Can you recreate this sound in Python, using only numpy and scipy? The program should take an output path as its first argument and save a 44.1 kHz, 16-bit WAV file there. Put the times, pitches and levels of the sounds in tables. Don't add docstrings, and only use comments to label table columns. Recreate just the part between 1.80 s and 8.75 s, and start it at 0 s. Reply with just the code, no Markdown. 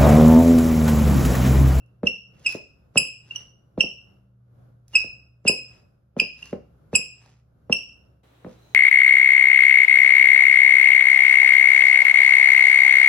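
import sys
import numpy as np
from scipy import signal
from scipy.fft import rfft, irfft, next_fast_len
from scipy.io import wavfile
from scipy.ndimage import uniform_filter1d, minimum_filter1d, map_coordinates

SR = 44100
rng = np.random.default_rng(int(sys.argv[2]) if len(sys.argv) > 2 else 0)


def wav_out(sig):
    wavfile.write(sys.argv[1], SR, np.round(np.clip(np.atleast_2d(sig).T, -1, 1) * 32767).astype(np.int16))


N = 306437
LEAD = SR // 2
TIME = np.arange(-LEAD, N) / SR


def from_db(db):
    return 10 ** (np.asarray(db) / 20)


def rms_one(x):
    return x / np.sqrt(np.mean(x ** 2) + 1e-20)


def at_hz(points, hz):
    f, value = np.transpose(points)
    return np.interp(np.log(np.maximum(hz, 1)), np.log(f), value)


def add(track, s, sound):
    at = round(s * SR) + LEAD
    track[at:at + len(sound)] += sound[:len(track) - at]


def filtered(x, response):
    length = x.shape[-1]
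    size = next_fast_len(length + 2048)
    hz = np.arange(size // 2 + 1) * SR / size
    return irfft(rfft(x, size) * response(hz), size)[..., :length]


def noise(spectrum, size, tilt_db=0):
    def colour(f):
        return from_db(at_hz(spectrum, f) + tilt_db * np.log2(np.maximum(f, 500)))
    return rms_one(filtered(rng.standard_normal(size), colour))


def wander(rate_hz, size):
    knots = rng.standard_normal(int(size * rate_hz / SR) + 3)
    return map_coordinates(knots, [np.arange(size) * rate_hz / SR], order=3, mode="nearest")


# (frequency [Hz], likeness [0-1])
SIDE_LIKENESS = [(60, .95), (130, .9), (290, .55), (640, .05), (3000, .1), (15000, 0)]


def diffuse(mid, side):
    def alike(f):
        return np.clip(at_hz(SIDE_LIKENESS, f), -.99, .99)
    shared = filtered(mid, lambda f: np.sqrt(1 + alike(f)))
    opposed = filtered(side, lambda f: np.sqrt(1 - alike(f)))
    return shared + opposed * [[1], [-1]]


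def diffuse_noise(spectrum):
    return rms_one(diffuse(noise(spectrum, len(TIME)), noise(spectrum, len(TIME))))


# (frequency [Hz], level [dB])
HUM_TONES = [(64.6, -67), (120, -64), (152, -75.5), (193, -73.5)]
# (frequency [Hz], level per Hz [dB])
AIR_COLOUR = [(15, -45.5), (25, -11), (127, -5), (236, -16.5), (463, -21), (531, -17.5), (936, -31),
              (1400, -28), (1890, -42.5), (6920, -52.5), (8590, -60), (11300, -46.5), (16000, -64.5)]


def background(air_db=-61, drift_db=-3.5, waver_db=5):
    hum = np.zeros(len(TIME))
    for hz, db in HUM_TONES:
        tone = np.sqrt(2) * np.sin(2 * np.pi * (hz * TIME + rng.random()))
        hum += from_db(db + waver_db * wander(2.1, len(TIME))) * tone
    air_level = from_db(air_db + drift_db * wander(5.7, len(TIME)))
    return hum + air_level * diffuse_noise(AIR_COLOUR)


# (time [s], length [s], level [dB], lowest pitch [Hz], octave partial [dB],
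# brightness [dB], bite [0-1])
SQUEAK_EVENTS = [(-.2, .015, -21, 2660, -24, -46.5, 0.4), (0.27, .0075, -8.5, 2698, -15.5, -26.5, .45),
                 (0.6615, 0.019, -16, 2540, -9, -14, 0.5), (1.1743, .0145, -9, 2513, -7, -0.5, 0.8),
                 (1.5097, .009, -26.5, 2758, -30.5, -45, .1), (1.559, .008, -24.5, 2871, -3, -18, .2),
                 (2.007, .009, -8, 2688, -12, -23, .6), (3.153, .02, -9.5, 2508, -9, -15.5, .3),
                 (3.676, .019, -10, 2458, -7.5, -1.5, 0.99), (4.3989, .007, -7, 2431, -14.5, -19, .8),
                 (4.628, 0.0061, -28.5, 2772, -21, -35, .05), (5.152, .014, -8.5, 2490, -10.5, -2.5, .65),
                 (5.926, .0085, -9.5, 2648, -7.5, -13.5, .6)]
# (level at brightness 0 [dB], share of the brightness it follows [ratio])
UPPER_PARTIALS = [(0, 1.0), (-9, 1.25), (-28, .9), (-34.5, 0.95)]
# (frequency [Hz], level per Hz [dB])
RUBBER_COLOUR = [(150, 4), (500, -5.5), (1200, -2.5), (2500, 0), (4200, 0), (7000, 3), (8700, -17.5),
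                 (10500, -2), (13400, -21), (15000, -15.5)]


def squeaks(edge_s=0.0005, release_s=0.0014, sag_db=-9.0, creep_db=-19, shimmer_db=4.0,
            top_db=1.5, lock_hz=260, crack_db=-14, crack_s=0.0017):
    bite_hz, grip_s = 604.8, .0015
    rise_hz, rise_s, rise_law = 239.6, .018, 2.6
    creep_s, creep_per_length = 0.0033, 0.35
    jitter = .02
    out = np.zeros(len(TIME))
    t = np.arange(-SR // 25, SR // 20) / SR
    since = np.maximum(t, 0)
    unsettled = np.exp(-since / grip_s)
    for s, length, db, lowest, octave_db, bright_db, bite in SQUEAK_EVENTS:
        rough = np.clip(bite, 0, 1)
        progress = np.clip(t / length, 0, 1)
        hz = lowest + bite_hz * rough * unsettled + rise_hz * (progress * length / rise_s) ** rise_law
        hz = hz + (hz[-1] - hz) * np.clip(-t / (2 * grip_s), 0, 1)
        wavering_hz = hz * (1 + jitter * rough * wander(700, len(t)))
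        phase = 2 * np.pi * np.cumsum(wavering_hz) / SR

        gripping = .5 + .5 * np.tanh((t - edge_s) / (2 * edge_s))
        creep_time = creep_s + creep_per_length * length
        creep = from_db(creep_db) * np.exp(-(np.minimum(t, 0) / creep_time) ** 2)
        release = .5 - .5 * np.tanh((t - length) / (2 * release_s))
        force = (gripping + (1 - gripping) * creep) * release * from_db(top_db + sag_db * progress)
        sharp = (1 - .5 * unsettled) / (1 + ((hz - lowest) / lock_hz) ** 2)

        crack_level = from_db(crack_db) * rough ** 2
        sound = crack_level * noise(RUBBER_COLOUR, len(t)) * gripping * np.exp(-since / crack_s)
        upper = [base_db + follows * bright_db for base_db, follows in UPPER_PARTIALS]
        for k, partial_db in enumerate([0, octave_db] + upper):
            gain = from_db(partial_db + shimmer_db * rough * wander(250, len(t)))
            sound = sound + np.sqrt(2) * force * sharp ** k * gain * np.sin((k + 1) * phase)
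        add(out, s + t[0], from_db(db) * sound)
    return out


# (time [s], level [dB])
TICK_EVENTS = [(.062, -61), (0.596, -51.5), (3.081, -39.5), (6.434, -63.5), (6.473, -57)]


def ticks(decay_s=0.0013, tilt_db=6.5):
    out = np.zeros(len(TIME))
    t = np.arange(SR // 50) / SR
    for s, db in TICK_EVENTS:
        snap = .5 * noise(RUBBER_COLOUR, len(t), tilt_db) * np.exp(-t / decay_s)
        add(out, s, from_db(db) * snap)
    return out


# (time [s], level [dB], contact time [s], edge snap [dB])
SLAP_EVENTS = [(.2328, -15.5, .014, -29.5), (.7495, -20.5, 0.0067, -14), (1.1576, -18.5, .015, -9.5),
               (1.977, -17.5, .014, -27), (2.0383, -24, 0.011, -29), (3.2431, -35, 0.011, -11.5),
               (3.652, -21.5, 0.012, -16), (3.6954, -14.5, .007, -26.5), (4.3661, -22, .0125, -22),
               (4.4165, -25, 0.0087, -30), (4.7292, -17.5, 0.01, -18.5), (5.1308, -19.5, .0145, -7.5),
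               (5.189, -38.5, 0.0065, -29.5), (5.897, -18.5, .0135, -29), (6.6464, -30.5, 0.012, -3),
               (6.6642, -28.5, .014, -18)]
# (frequency [Hz], level [dB], time to fall by 60 dB [s])
BODY_RING = [(77.6, -17.5, .12), (164, -11, 0.022), (245.2, -19, .06), (472, -21, 0.092), (513, -15, 0.13)]
# (frequency [Hz], level per Hz [dB])
SNAP_COLOUR = [(400, -25), (1200, 5), (1800, -8), (3000, -16), (8000, -31), (14000, -48.5)]
# (frequency [Hz], level per Hz [dB])
FLUTTER_COLOUR = [(50, -8.5), (120, 2.5), (250, 3.5), (550, -6.5), (850, -9.5), (1400, -24), (2500, -18.5),
                  (6000, -40.5), (14000, -70)]
# (frequency [Hz], gain [dB])
SOLE_GAIN = [(40, -6), (90, 2.5), (170, 4), (240, -2), (320, -7.5), (420, 0), (560, 4), (850, 0.5),
             (1300, 3), (2500, -3.5), (8000, -6)]


def slaps(lowest_hz=40, flutter_db=-17, flutter_s=0.011, weight_s=0.016, early=0.86, snap_s=0.00067):
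    start_hz, usual_contact_s, start_law = 1120, .012, 1.05
    halving_cycles = 1.75
    out = np.zeros(len(TIME))
    t = np.arange(SR // 5) / SR
    for s, db, contact_s, snap_db in SLAP_EVENTS:
        first_hz = start_hz * (contact_s / usual_contact_s) ** start_law
        falling_hz = lowest_hz + first_hz / (1 + t * first_hz / halving_cycles)
        phase = 2 * np.pi * np.cumsum(falling_hz) / SR
        swell = np.sin(np.pi * np.minimum(t / contact_s, 1) ** early)
        snap_shape = (t / snap_s) * np.exp(1 - t / snap_s)
        snap = from_db(snap_db) * .5 * noise(SNAP_COLOUR, len(t)) * snap_shape
        flutter = from_db(flutter_db) * noise(FLUTTER_COLOUR, len(t)) * np.exp(-t / flutter_s)
        add(out, s, from_db(db) * (swell * np.sin(phase) + snap + flutter))

        weight = min(contact_s / weight_s, 1) ** 2
        ring = np.zeros(len(t))
        for hz, mode_db, t60 in BODY_RING:
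            ring += from_db(mode_db - 60 * t / t60) * np.sin(2 * np.pi * hz * t)
        add(out, s + contact_s / 2, from_db(db) * weight * ring)
    return filtered(out, lambda f: from_db(at_hz(SOLE_GAIN, f)))


# (time when loudest [s], half length [s], level [dB])
SCUFF_EVENTS = [(.625, 0.049, -61.5), (.712, 0.035, -44), (1.57, 0.07, -58), (3.192, 0.038, -49.5),
                (3.947, 0.048, -62.5), (4.659, 0.057, -54.5), (5.472, 0.076, -61.5), (6.721, .035, -60)]


def scuffs(grain_db=4.0, grain_hz=500, fall_ratio=0.89, drag_lead_s=.002):
    even_db, brightens = -45, 0.27
    drag_db, drag_follows = -30.5, .3
    drag_half_s, drag_tilt_db = .011, -4
    slides = []
    for s, half_s, db in SCUFF_EVENTS:
        slides.append((s, half_s, db, brightens * (db - even_db)))
    for s, _, db, _, _, bright_db, _ in SQUEAK_EVENTS:
        slides.append((s - drag_lead_s, drag_half_s, db + drag_db + drag_follows * bright_db, drag_tilt_db))
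    out = np.zeros(len(TIME))
    t = np.arange(-SR // 5, SR // 5) / SR
    for s, half_s, db, tilt_db in slides:
        width = np.where(t < 0, half_s, half_s * fall_ratio)
        stroke = np.exp(-.5 * (t / width) ** 2)
        grain = from_db(grain_db * wander(grain_hz, len(t)))
        grit = rms_one(noise(RUBBER_COLOUR, len(t), tilt_db) * grain)
        add(out, s + t[0], from_db(db) * stroke * grit)
    return out


# (frequency [Hz], level per Hz [dB])
HISS_COLOUR = [(150, -31), (250, 0), (510, -3), (597, -2.5), (1610, -12), (1850, -11.5), (2160, -13.5),
               (3520, -15), (3980, -14.5), (4570, -24.5), (16000, -29.5)]
# (frequency [Hz], level per Hz [dB])
WHISTLE_COLOUR = [(3500, -44), (3940, -16.5), (4030, -10.5), (4120, -20), (4600, -39.5), (6200, -27.5),
                  (6550, -22), (7000, -39.5)]


def late_hiss():
    def swell(s, attack_s, db):
        return from_db(db) * (.5 + .5 * np.tanh((TIME - s) / attack_s))
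    hiss = swell(6.433, 0.0031, -61) * diffuse_noise(HISS_COLOUR)
    whistle = swell(6.79, .04, -67) * diffuse_noise(WHISTLE_COLOUR)
    return hiss + whistle


# (frequency [Hz], lead of left over right [radians])
LEFT_LEAD = [(60, 0), (700, .2), (2500, .1), (2800, 1.1), (5000, 1.5), (5500, 3.0), (5850, .8), (7600, 4.4),
             (8400, 3.6), (10200, 7.1), (11000, 6.3), (12700, 8.6), (15000, 9)]
# (frequency [Hz], left minus right [dB])
LEFT_EXCESS = [(60, -3), (1200, 1.5), (2600, -2.5), (5200, -6), (7700, -2), (15000, 2.5)]


def ports(x):
    def half(f):
        return np.exp(.5j * at_hz(LEFT_LEAD, f)) * from_db(at_hz(LEFT_EXCESS, f) / 2)
    left = filtered(x, half)
    right = filtered(x, lambda f: 1 / half(f))
    return np.array([left, right])


# (frequency [Hz], level [dB])
TAIL_LEVEL = [(60, -16), (200, -11.5), (500, -6), (1200, -5.5), (2600, -9.5), (3800, -14), (5200, -5.5),
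              (7700, -20), (10300, -9.5), (15000, -10)]
# (frequency [Hz], time to fall by 60 dB [s])
TAIL_T60 = [(60, 0.37), (500, .28), (1500, 0.25), (2600, 0.43), (5200, .41), (7800, .41), (10500, 0.22),
            (15000, .25)]
# (delay [s], level [dB])
NEAR_ECHOES = [(.0085, -17), (0.013, -18), (.021, -19)]


def room(x, build_s=0.0013):
    t = np.arange(SR * 3 // 4) / SR
    white, tail = rng.standard_normal((2, len(t))), 0
    centres = np.geomspace(60, 15360, 17)
    for hz, own in zip(centres, np.eye(len(centres))):
        band = filtered(white, lambda f: at_hz(np.c_[centres, own], f))
        decay = from_db(-60 * t / at_hz(TAIL_T60, hz)) * (1 - np.exp(-(t / build_s) ** 2))
        tail = tail + band * decay / np.sqrt(np.sum(decay ** 2))
    response = filtered(diffuse(*tail), lambda f: from_db(at_hz(TAIL_LEVEL, f)))
    for delay, db in NEAR_ECHOES:
        for side in response:
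            side[int(delay * SR * rng.uniform(.98, 1.02))] += from_db(db)
    return signal.fftconvolve(x[None], response, axes=1)[:, :len(x)]


def moving_in_room(x, count=3, moves_hz=2):
    blend = np.array([wander(moves_hz, len(x)) for _ in range(count)])
    shares = blend / np.linalg.norm(blend, axis=0)
    return sum(room(x * share) for share in shares)


def scene():
    shoe = squeaks() + ticks() + slaps() + scuffs()
    whole = background() + ports(shoe) + moving_in_room(shoe) + late_hiss()
    return whole[:, LEAD:]


def record(dry, ceiling=0.95, cutoff_hz=15900):
    need = np.minimum(1, ceiling / (np.abs(dry).max(axis=0) + 1e-9))
    gain = uniform_filter1d(minimum_filter1d(need, size=129), size=129)
    no_rumble = signal.butter(2, 50, "high", fs=SR, output="sos")
    no_top = signal.ellip(10, .1, 80, cutoff_hz, fs=SR, output="sos")
    return signal.sosfilt(no_top, signal.sosfilt(no_rumble, dry * gain))


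dry = scene()
out = record(dry)
wav_out(out)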